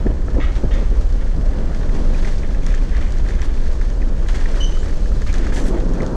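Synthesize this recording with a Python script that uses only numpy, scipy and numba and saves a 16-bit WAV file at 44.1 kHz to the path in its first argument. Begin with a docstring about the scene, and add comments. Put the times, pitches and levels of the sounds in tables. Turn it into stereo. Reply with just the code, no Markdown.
"""A light electric bike rolls over cobbles, heard by a two-port action camera worn by the rider.
From the start shaking thumps the camera body, tyres drum and the frame rattles (shaped noise);
short puffs cross the ports, loose parts click (decaying tones with a noise tick), and before 1 s
two scrapes sound on the left (ringing bands). After 4 s come a hiss and a low scrape (banded noise),
squeaks (gliding tones), then a long gust, strongest at the left port but with a breathy mid band
stronger at the right, and two more hisses. Slow gain control eases loud stretches."""
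import sys
import numpy as np
from scipy import signal
from scipy.fft import rfft, irfft, next_fast_len
from scipy.io import wavfile
from scipy.ndimage import uniform_filter1d
from numba import njit

SR = 44100
rng = np.random.default_rng(int(sys.argv[2]) if len(sys.argv) > 2 else 0)


def unload_wav(signal):
    """Save mono or channel-first audio to the path in sys.argv[1] as 16-bit WAV at rate SR, clipped to [-1, 1]."""
    wavfile.write(
        sys.argv[1],
        SR,
        np.round(np.clip(np.atleast_2d(signal).T, -1, 1) * 32767).astype(np.int16),
    )


N = 271643
TIME = np.arange(N) / SR

# loud clicks of loose parts, level before panning: (time [s], knock peak [dB], knock pitch [Hz],
# tick level [dB], level of the rattle set off [dB])
CLICKS = [(0.068, -19.5, 1640, -79, -60), (0.284, -22, 1450, -66, -62), (0.351, -29.5, 1560, -54, -52),
          (0.5554, -33, 1850, -43, -32), (0.742, -32, 1840, -44, -34.5), (1.0128, -32, 1260, -50, -42),
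          (1.2705, -31, 1710, -59, -58), (1.4625, -38, 1790, -58, -55), (1.7307, -29, 1600, -56, -52),
          (1.7488, -27, 1780, -43, -43.5), (1.8954, -29, 1850, -58, -51), (1.9473, -36, 1420, -52, -36),
          (2.1018, -36, 1770, -56, -58), (2.147, -29, 2430, -55, -42), (2.235, -29, 1620, -53, -56),
          (2.249, -21, 1930, -46, -31), (2.278, -26, 1900, -54, -34.5), (2.325, -26, 1860, -47, -41),
          (2.4337, -25, 1930, -61, -64), (2.4964, -38, 1640, -58, -51), (2.5483, -25, 1920, -49.5, -44),
          (2.622, -37, 2400, -52, -48), (2.667, -29, 1650, -35.5, -33), (2.686, -28, 1600, -55, -43),
          (2.7068, -24, 2010, -43, -45), (2.7286, -30, 1800, -52, -57), (2.742, -22, 1790, -48, -46),
          (2.7497, -33, 1900, -40, -44), (2.816, -36, 2450, -48, -39), (2.8384, -32, 1670, -56, -47),
          (2.935, -29, 1900, -57, -48), (2.9244, -35, 1660, -56, -39.5), (2.95, -28, 1920, -56, -45),
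          (2.9694, -24.5, 1740, -41, -35), (3.0102, -27, 1790, -49.5, -32), (3.04, -33, 1820, -57, -52),
          (3.067, -26.5, 2020, -59, -49), (3.1233, -43, 1220, -41, -47), (3.129, -32, 1420, -53, -51),
          (3.1865, -32, 1600, -45, -54), (3.2642, -29, 1700, -56, -55), (3.281, -28, 1400, -56, -56),
          (3.2892, -25.5, 1760, -43, -37), (3.3085, -27, 1800, -56, -57), (3.352, -29, 1890, -56, -55),
          (3.3972, -26, 1760, -52, -58), (3.4199, -24, 2030, -38, -29.5), (3.431, -33, 1750, -56, -65),
          (3.552, -36, 1620, -56, -66), (3.6, -37, 1710, -49, -56), (3.619, -35, 1630, -54, -57),
          (3.6395, -38, 1800, -50, -49), (3.664, -27, 1590, -56, -42), (3.8146, -26, 1620, -53, -43),
          (3.903, -33, 1630, -44, -63), (4.0196, -26, 2070, -50.5, -56), (4.028, -26, 1880, -55, -52),
          (4.265, -32, 1700, -53, -57), (4.288, -20, 1720, -34.5, -28), (4.3447, -25, 1630, -51.5, -30),
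          (4.362, -25, 1660, -39, -42.5), (4.3936, -30, 1830, -56, -49), (4.4124, -23, 1750, -48, -40),
          (4.459, -20, 1870, -55, -57), (4.544, -28, 1680, -60, -45), (4.57, -31, 1360, -56, -52),
          (4.727, -33, 1840, -58, -65), (4.772, -27, 1340, -56, -47), (4.831, -26, 1670, -56, -39),
          (4.86, -28, 1500, -54, -57), (4.8965, -28, 1800, -60, -66), (4.928, -33, 1550, -61, -66),
          (5.06, -28, 1750, -56, -45), (5.119, -26.5, 1370, -56, -56), (5.22, -23.5, 1600, -44, -44),
          (5.2656, -27, 1420, -53, -28.5), (5.33, -26, 1500, -39, -55), (5.342, -22, 1650, -37.5, -29),
          (5.3847, -32, 2000, -39.5, -57), (5.429, -25, 1770, -48, -58), (5.469, -22, 1600, -47, -54),
          (5.5238, -20.5, 1630, -56, -28), (5.563, -27, 1620, -37, -25.5), (5.587, -40, 1700, -41, -42),
          (5.657, -30, 1700, -39, -34), (5.687, -40, 1700, -42, -51), (5.785, -28, 1860, -49, -57),
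          (5.803, -33, 1510, -44, -46), (5.848, -45, 1500, -51.5, -51), (5.894, -49, 1280, -48, -46),
          (5.938, -43.5, 1700, -44, -56), (5.945, -44, 1700, -48.5, -58), (5.962, -38, 2290, -56, -56),
          (5.984, -45, 1700, -54, -56), (6.0053, -23, 1930, -50, -47), (6.022, -40, 1800, -42, -53),
          (6.0328, -26, 1880, -43, -56), (6.066, -30, 1410, -40, -46)]


def undb(db):
    """Turn decibels into an amplitude ratio."""
    return np.exp(np.log(10) / 20 * np.asarray(db))


def unit(x):
    """Scale to an RMS of one."""
    return x / np.sqrt(np.mean(x ** 2))


def curves(rows):
    """Draw each column of a timed table as a line over the whole ride."""
    s, *columns = np.transpose(rows)
    return [np.interp(TIME, s, column) for column in columns]


def over(table, hz):
    """Read (Hz, value) points on a log-frequency axis."""
    f, v = np.transpose(table)
    return np.interp(np.log(hz + 1), np.log(f + 1), v)


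def colour(x, table, size=8192):
    """Causal filter with the gain of a (Hz, dB) table, built from the folded cepstrum."""
    gain = undb(over(table, np.fft.rfftfreq(size, 1 / SR)))
    cepstrum = irfft(np.log(gain))
    cepstrum[1:size // 2] *= 2
    cepstrum[size // 2 + 1:] = 0
    response = irfft(np.exp(rfft(cepstrum)))[:size // 2]
    return signal.oaconvolve(x, response)[:N]


def band(x, hz, width_hz):
    """Resonance at one pitch."""
    return signal.lfilter(*signal.iirpeak(hz, hz / width_hz, SR), x)


def between(x, low_hz, high_hz, order=2):
    """Keep what lies between two frequencies."""
    return signal.sosfilt(signal.butter(order, [low_hz, high_hz], "band", fs=SR, output="sos"), x)


def noise():
    """White noise for the whole ride."""
    return rng.standard_normal(N)


def walk(rate):
    """Random levels held 1 / rate s and slewed; spread 1."""
    k = int(SR / rate)
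    steps = np.repeat(rng.standard_normal(N // k + 1), k)
    return unit(uniform_filter1d(uniform_filter1d(steps, k), k)[:N])


def grit(rate, spread_db, tail_s):
    """Gain that jumps at random impacts of uneven but bounded size and dies away."""
    size_db = spread_db * np.minimum(rng.exponential(size=N), 3.0)
    hits = (rng.random(N) < rate / SR) * undb(size_db)
    return signal.lfilter([1], [1, -np.exp(-1 / (tail_s * SR))], hits)


def even(x, span_s, share):
    """Flatten the chance swells of a narrow noise, so that its bumps come fairly regularly."""
    power = uniform_filter1d(x ** 2, int(span_s * SR))
    return unit(x / (power + 1e-9) ** (share / 2))


def sides(pan_db):
    """Left and right gains for a level difference, left minus right."""
    return undb(np.array([pan_db, -pan_db]) / 2)


def shake():
    """Bumps ring the rider and mount at a few very low resonances."""
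    # shaking, quicker at first, then slower and deeper: (time [s], slow sway [dB], quick judder [dB])
    shake_levels = [(0, -18, -15), (1, -14.5, -15.5), (1.5, -16.5, -18), (2, -10.5, -32.5),
                    (2.9, -13.5, -18.5), (4.5, -13, -21.5), (5.35, -11.5, -18.5), (5.7, -13.5, -18),
                    (6.16, -19.5, -23.5)]
    # judder resonances: (pitch [Hz], width of the first of two passes [Hz], relative level [dB])
    judder_bands = [(37.7, 13.4, 9.5), (51.4, 27.5, 3.5)]
    sway_hz = 22.45
    sway_db, judder_db = curves(shake_levels)
    sway = band(band(noise(), sway_hz, 18.2), sway_hz, 17.3)
    judder = sum(undb(db) * band(band(noise(), hz, width), hz, 2.06 * width)
                 for hz, width, db in judder_bands)
    return undb(sway_db) * even(sway, 0.071, 0.63) + undb(judder_db) * even(judder, 0.2, 1.0)


def tyre_drum():
    """Tyres drum on the stones: coloured noise whose deep and upper parts surge alone."""
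    # drum spectrum: (pitch [Hz], relative level [dB])
    drum_spectrum = [(41, -15.5), (70, -3.5), (82, -13), (118, -5.5), (427, -13.5), (461, -15), (581, -15),
                     (780, -22), (1500, -29), (1950, -40.5), (3300, -120)]
    # gain on the two parts of the drum: (time [s], deep part [dB], upper part [dB])
    drum_gains = [(0, -21.5, -25.5), (.2, -25, -28), (.5, -31.5, -25), (.8, -36, -25.5), (1.1, -35, -26),
                  (1.3, -34, -28.5), (1.6, -28, -24.5), (2.1, -21.5, -24), (2.35, -28.5, -25),
                  (2.6, -27.5, -27), (3.0, -27.5, -28.5), (3.4, -30, -26.5), (3.9, -30.5, -28.5),
                  (4.33, -29, -27), (4.8, -34, -25.5), (5.25, -28.5, -29.5), (6.16, -26, -17)]
    split_hz = 200
    drum = unit(colour(noise() * undb(1.38 * walk(24.955)), drum_spectrum))
    deep = signal.filtfilt(*signal.butter(1, split_hz, fs=SR), drum)
    parts = (deep, drum - deep)
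    return sum(part * undb(db + 0.7 * walk(9)) for part, db in zip(parts, curves(drum_gains)))


def stirred():
    """Level of the extra rattle that every loud click sets off and that dies away."""
    t60_s = 0.19
    s, *_, stir_db = np.transpose(CLICKS)
    kicks = np.zeros(N)
    kicks[(s * SR).astype(int)] = undb(stir_db)
    decay = signal.lfilter([1], [1, -undb(-60 / (t60_s * SR))], kicks)
    return uniform_filter1d(decay, size=221, origin=110)  # swells in 5 ms


def rattle():
    """Loose frame parts rattle: noise that jolts up at every small impact, plus what clicks stir."""
    # steady rattling, fuller on rougher stones: (time [s], low rattle [dB], treble [dB])
    rattle_levels = [(0.0, -42.5, -50.5), (0.67, -43, -48.5), (0.79, -41.5, -47), (1.44, -43, -49),
                     (1.87, -39, -47.5), (2.18, -38, -44), (2.5, -40.5, -48), (2.98, -37.5, -46.5),
                     (4.05, -42, -47), (4.27, -41, -46.5), (4.48, -34, -42), (5.06, -44, -45.5),
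                     (5.27, -41, -45), (5.47, -36, -42.5), (5.76, -41, -46.5), (6.16, -46.5, -47.5)]
    # low rattle spectrum: (pitch [Hz], relative level [dB])
    low_spectrum = [(350, -24.5), (600, -3.5), (735, -6.5), (1360, -8.5), (1730, -6.5), (2370, -14),
                    (2670, -19.5), (3120, -17.5), (3600, -20), (4680, -61.5), (7920, -120)]
    # treble spectrum: (pitch [Hz], relative level [dB])
    treble_spectrum = [(1350, -39), (2300, -5), (2680, -3), (3600, -6), (4360, -1.5), (4900, -3.5),
                       (6440, -2), (7800, -7.5), (13000, -29.5), (15500, -59)]
    treble_stir_db = -15  # treble share of the stirred rattle
    low_db, treble_db = curves(rattle_levels)
    stir = stirred()
    jolts = grit(60, 4.2, 0.0053)
    sway = undb(1.5 * walk(14))
    steady_low = unit(colour(noise() * (1 + 0.71 * jolts) * sway, low_spectrum))
    stirred_low = unit(colour(noise(), low_spectrum))
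    low = steady_low * undb(low_db) + stirred_low * stir
    fine = 1 + 0.068 * jolts + 0.29 * grit(100, 3.4, 0.006)
    treble = unit(colour(noise() * fine * undb(walk(5.49)), treble_spectrum))
    return low + treble * (undb(treble_db) + undb(treble_stir_db) * stir)


def rolling():
    """Wheels and frame together: tyre drum plus rattle."""
    return tyre_drum() + rattle()


def ports(one, other):
    """One sound at both ports: the left is phase-shifted, coloured and partly mixed with another path."""
    # phase between the ports: (pitch [Hz], left lead [rad])
    port_phase = [(20, 0.5), (500, -1.06), (800, -3), (1250, -2.5), (1600, -4.5), (2000, -4.5),
                  (3500, -6.5), (5000, -7.5), (6300, -8), (8000, -10.5), (12000, -11)]
    # level between the ports: (pitch [Hz], left minus right [dB])
    port_db = [(60, -1), (110, 0.5), (200, 0), (380, 0), (700, -3.5), (1290, -4), (2380, -3), (4400, 0),
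               (8120, -4.5), (15000, -1.5)]
    # how alike the ports hear: (pitch [Hz], likeness [0-1])
    port_shared = [(40, 0.94), (65, 0.81), (110, 0.34), (215, 0.82), (400, 0.24), (630, 0.96), (800, 0.5),
                   (1600, 0.62), (2500, 0.01), (4100, 0.8), (8000, 0.34), (12000, 0.3)]
    size = next_fast_len(N, True)
    hz = np.fft.rfftfreq(size, 1 / SR)
    shared = np.clip(over(port_shared, hz), 0, 1)
    tilt = undb(over(port_db, hz) / 2)
    a, b = rfft(one, size), rfft(other, size)
    common = shared * np.exp(1j * over(port_phase, hz)) * a
    left = tilt * (common + np.sqrt(1 - shared ** 2) * b)
    return irfft(np.array([left, a / tilt]), size)[:, :N]


@njit
def eddies(x, hz, damp, low_share):
    """State-variable filter that follows the eddy pitch: band-pass or low-pass."""
    y, b, l = np.empty(len(x)), 0., 0.
    for i in range(len(x)):
        g = np.tan(np.pi * hz[i] / SR)
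        v = (b + g * (x[i] - l)) / (1 + g * (g + damp))
        y[i] = low_share * (l + g * v) + (1 - low_share) * v
        b, l = 2 * v - b, l + 2 * g * v
    return y


def turbulence(hz, flutter_db, damp):
    """Fluttering air noise of steady power around a moving pitch, steep above it."""
    air = eddies(noise() * undb(flutter_db * walk(45)), hz, damp, 0.)
    return unit(eddies(air, 0.93 * hz, 1.72, 1.0) / np.sqrt(hz))


def puffs():
    """Short puffs of wind cross both ports, pushing one membrane in part while pulling the other."""
    # puffs: (time [s], level before the band filter [dB], length as Gaussian spread [s],
    # eddy pitch [Hz], pan before the right port's mix, left minus right [dB])
    puff_rows = [(0.067, -8, 0.005, 248, -0.5), (0.104, -18.5, 0.0073, 360, -3),
                 (0.12, -26, 0.0029, 450, 2), (0.283, -23, 0.0038, 664, 3), (0.349, -23, 0.0044, 300, -2),
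                 (0.38, -15.5, 0.015, 392, 9.5), (0.64, -20, 0.0055, 453, -4),
                 (0.655, -17.5, 0.011, 198, 11), (0.828, -23.5, 0.0074, 400, 2),
                 (0.921, -24, 0.0094, 402, -2), (1.389, -24, 0.03, 207, -6), (2.246, -25, 0.023, 171, 11),
                 (4.362, -28, 0.0056, 204, 20), (6.052, -52, 0.011, 440, 2), (6.101, -34, 0.0021, 436, 10)]
    damp = 2.8  # width over pitch: puffs reach deeper than the gust
    s, _, _, hz, pan_db = np.transpose(puff_rows)
    shape = sum(undb(db) * np.exp(-.5 * ((TIME - t) / width) ** 2) for t, db, width, *_ in puff_rows)
    eddy_hz = np.interp(TIME, s, hz)
    air, stray = (even(turbulence(eddy_hz, 2.2, damp), 0.046, 0.94) for _ in range(2))
    both = shape * sides(np.interp(TIME, s, pan_db)) * [air, 1.3 * stray - .5 * air]
    return between(both, 37, 840)


def small_clicks(count):
    """Lesser clicks at chance moments, as rows of time, knock, pitch and tick."""
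    knock_db, tick_db, spread_db, pitch_hz = -41.5, -65, 2.5, 1660
    when = rng.random(count) * N / SR
    c = rng.standard_normal((3, count))
    return np.transpose([when, knock_db + spread_db * c[0], pitch_hz * (1 + 0.083 * c[1]),
                         tick_db + spread_db * c[2]])


def clicks():
    """Each blow rings mostly the part nearest its pitch and adds a bright tick, later at the left port."""
    # ringing loose parts: (pitch [Hz], relative level [dB], 60 dB decay [s])
    loose_parts = [(1292, 9.5, 0.02), (1685, 3.5, 0.029), (1802, 6.5, 0.024), (1938, 10, 0.016),
                   (2450, 4.5, 0.026)]
    lead_s = 0.0018  # a blow starts this long before it is heard to ring
    contact_s, detune = .0024, .018  # soft contact; parts never sit twice alike (share of pitch)
    off_pitch_db = 32  # loss per octave between a part and the pitch of the blow
    tick_hz, tick_octaves, tick_ring = 5000, .45, 2.1  # each tick rings a small part of its own
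    pan_db, pan_spread_db = -11.5, 1.5  # left minus right
    out, t = np.zeros((2, N + 4096)), np.arange(2048) / SR
    contact = np.sin(np.pi / 2 * np.minimum(t / contact_s, 1)) ** 2
    rows = [*CLICKS, *small_clicks(count=110)]
    chance = rng.standard_normal((len(rows), len(t)))
    for (s, knock_db, pitch_hz, tick_db, *_), c in zip(rows, chance):
        knock = np.zeros(len(t))
        for (hz, db, t60), d in zip(loose_parts, c):
            part_db = db - off_pitch_db * abs(np.log2(hz / pitch_hz)) - 60 * t / t60
            knock += undb(part_db) * np.sin(2 * np.pi * hz * (1 + detune * d) * t)
        knock = knock * contact
        bright = between(c, 2850, 7300, order=3)
        ring_hz = tick_hz * 2 ** (tick_octaves * np.tanh(c[-2]))
        tick = (bright + tick_ring * band(bright, ring_hz, 350.0)) * undb(-60 * t / 0.011)
        blow = undb(knock_db) * knock / np.abs(knock).max() + undb(tick_db) * tick / tick[:256].std()
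        start = max(int((s - lead_s) * SR), 0)
        for row, gain, lag in zip(out, sides(pan_db + pan_spread_db * c[-1]), (14, 0)):  # lag in samples
            row[start + lag:][:len(t)] += gain * blow
    return out[:, :N]


def scrapes():
    """Rough dragging rings the bands of one object: sudden at the left port, swelling at the right."""
    # scrapes off to the left: (time [s], level [dB], pitch [ratio], hold [s], 60 dB decay [s],
    # tilt [dB per octave])
    scrape_rows = [(0.398, -28.5, 1.01, 0.032, 0.41, -1), (0.706, -33.5, 0.99, 0.034, 0.48, 2.5)]
    # bands of the scraped object: (pitch [Hz], width before scaling [Hz], level before tilt [dB])
    scraped_bands = [(1310, 99, 1), (1590, 79, -2), (1900, 110, 2), (2090, 80, -2.5), (2500, 95, -5.5),
                     (2850, 79, -6.5), (3240, 76, -6), (3610, 59, -9), (5050, 220, -14.5), (6100, 200, -14),
                     (6600, 170, -17)]
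    right_db, right_rise_s = 1.5, 0.036  # the right port gets it slower, off the walls
    out, t = np.zeros((2, N + SR)), TIME[:SR // 2]
    rise = np.clip(t / np.array([[0.0015], [right_rise_s]]), 0, 1) * undb([[0], [right_db]])
    for s, db, ratio, hold, t60, tilt_db in scrape_rows:
        drag = rng.standard_normal((2, len(t))) * undb(0.91 * walk(82)[:len(t)])
        ring = np.zeros((2, len(t)))
        for hz, width, band_db in scraped_bands:
            mode = band(band(drag, ratio * hz, 1.44 * width), ratio * hz, 8 * width)
            ring += undb(band_db + tilt_db * np.log2(hz / 2000)) * unit(mode)
        fade = undb(db - 60 * np.maximum(t - hold, 0) / t60)
        out[:, int(s * SR):][:, :len(t)] += rise * fade * unit(between(ring, 770, 6700, order=3))
    return out[:, :N]


def banded_bursts():
    """Hisses, a low scrape and the gust's breathy mid band: banded noise that holds and fades."""
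    # three hisses, a low scrape at 4.571 s and, at 5.655 s, a mid band of the gust:
    # (time [s], level before crackle [dB], lowest [Hz], highest [Hz], strongest [Hz],
    # next strongest [Hz], hold [s], 60 dB decay [s], left minus right [dB])
    burst_rows = [(4.271, -52.5, 1500, 8000, 4120, 6600, 0.079, 0.31, -6),
                  (4.571, -39.5, 885, 1950, 1040, 1600, 0.024, 0.21, -7),
                  (5.538, -45.5, 4240, 10100, 6150, 7100, 0.048, 0.48, -10),
                  (5.637, -47, 3800, 10700, 5600, 7650, 0.047, 0.14, -5),
                  (5.655, -47.5, 595, 1360, 810, 1040, 0.092, 0.44, -12)]
    out, t = np.zeros((2, N + SR)), TIME[:SR // 2]
    for s, db, low_hz, high_hz, strong_hz, next_hz, hold, t60, pan_db in burst_rows:
        fade_db = db - 60 * np.maximum(t - hold, 0) / t60
        shape = np.clip(t / 0.0014, 0, 1) * undb(fade_db + 1.5 * walk(53)[:len(t)])
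        crackle = 1 + 0.4 * grit(600, 2.5, 0.0012)[:len(t)]
        air = between(rng.standard_normal((2, len(t))), low_hz, high_hz, order=3)
        strong = 2.5 * band(air, strong_hz, 0.1 * strong_hz)
        second = 2.0 * band(air, next_hz, 0.08 * next_hz)
        burst = shape * crackle * sides(pan_db)[:, None] * unit(air + strong + second)
        out[:, int(s * SR):][:, :len(t)] += burst
    return out[:, :N]


def squeaks():
    """Rubbing parts give short gliding stick-slip tones with an octave; the shuttered stalls echo them."""
    # squeaks: (time [s], length [s], first pitch [Hz], last pitch [Hz], level [dB], octave level [dB],
    # echo [dB], left minus right [dB], waver [share of pitch])
    squeak_rows = [(4.603, .026, 3030, 3000, -25, -37, -.5, 0.1, .027),
                   (4.626, .04, 3020, 3030, -29.5, -34, -.5, 2.1, .02),
                   (4.78, .09, 6900, 8000, -48, -99, -6, -10.5, .04),
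                   (5.28, .045, 2200, 2400, -37.5, -70, -9, -8, .06)]
    stalls_t60_s = .54
    out, t = np.zeros((2, N + SR)), TIME[:SR // 2]
    echo = rng.standard_normal((2, len(t))) * undb(-60 * t / stalls_t60_s)
    echo = echo / np.sqrt(np.sum(echo ** 2, axis=1, keepdims=True))
    for s, length, first_hz, last_hz, db, octave_db, echo_db, pan_db, share in squeak_rows:
        u = np.clip(t / length, 0, 1)
        waver = 1 + share * walk(500)[:len(t)]
        phase = 2 * np.pi * np.cumsum((first_hz + (last_hz - first_hz) * u) * waver) / SR
        tone = undb(db) * np.sin(phase) + undb(octave_db) * np.sin(2 * phase)
        tone = np.sin(np.pi * u ** 0.6) * tone * undb(2 * walk(70)[:len(t)])
        tone = sides(pan_db)[:, None] * tone
        echoed = signal.fftconvolve(tone, echo, axes=1)[:, :len(t)]
        out[:, int(s * SR):][:, :len(t)] += tone + undb(echo_db) * echoed
    return out[:, :N]


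def gust():
    """Air forced past the ports pushes the left membrane while it pulls the right one more weakly."""
    # long gust, its eddies quickest near the top: (time [s], level at the left port [dB], eddy pitch [Hz])
    gust_rows = [(5.25, -47, 307), (5.35, -24, 336), (5.55, -20.5, 346), (5.67, -16, 330), (5.75, -15, 464),
                 (5.83, -18, 320), (5.92, -16, 235), (6.0, -19, 192), (6.08, -23.5, 177), (6.16, -22, 206)]
    right_db = -11.5
    gust_db, gust_hz = curves(gust_rows)
    air = undb(gust_db) * (TIME > gust_rows[0][0]) * turbulence(gust_hz, 0.59, 1.04)
    return np.array([air, -undb(right_db) * air])


def scene():
    """The whole ride at the two ports."""
    body = ports(shake() + rolling(), rolling())
    return body + puffs() + clicks() + scrapes() + banded_bursts() + squeaks() + gust()


def record(dry):
    """Slow gain control leans on loud stretches, peaks are rounded, then the top is cut."""
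    top_hz = 15700
    keep = np.exp(-1 / (.15 * SR))  # level followed over 0.15 s
    loud = signal.lfilter([1 - keep], [1, -keep], np.abs(dry).max(axis=0))
    held = dry * np.minimum(1, 0.35 / (loud + 1e-9)) ** 0.1
    rounded = np.tanh(0.86 * held) / 0.9
    return signal.sosfilt(signal.ellip(8, .2, 70, top_hz, fs=SR, output="sos"), rounded)


dry = scene()
out = record(dry)
unload_wav(out)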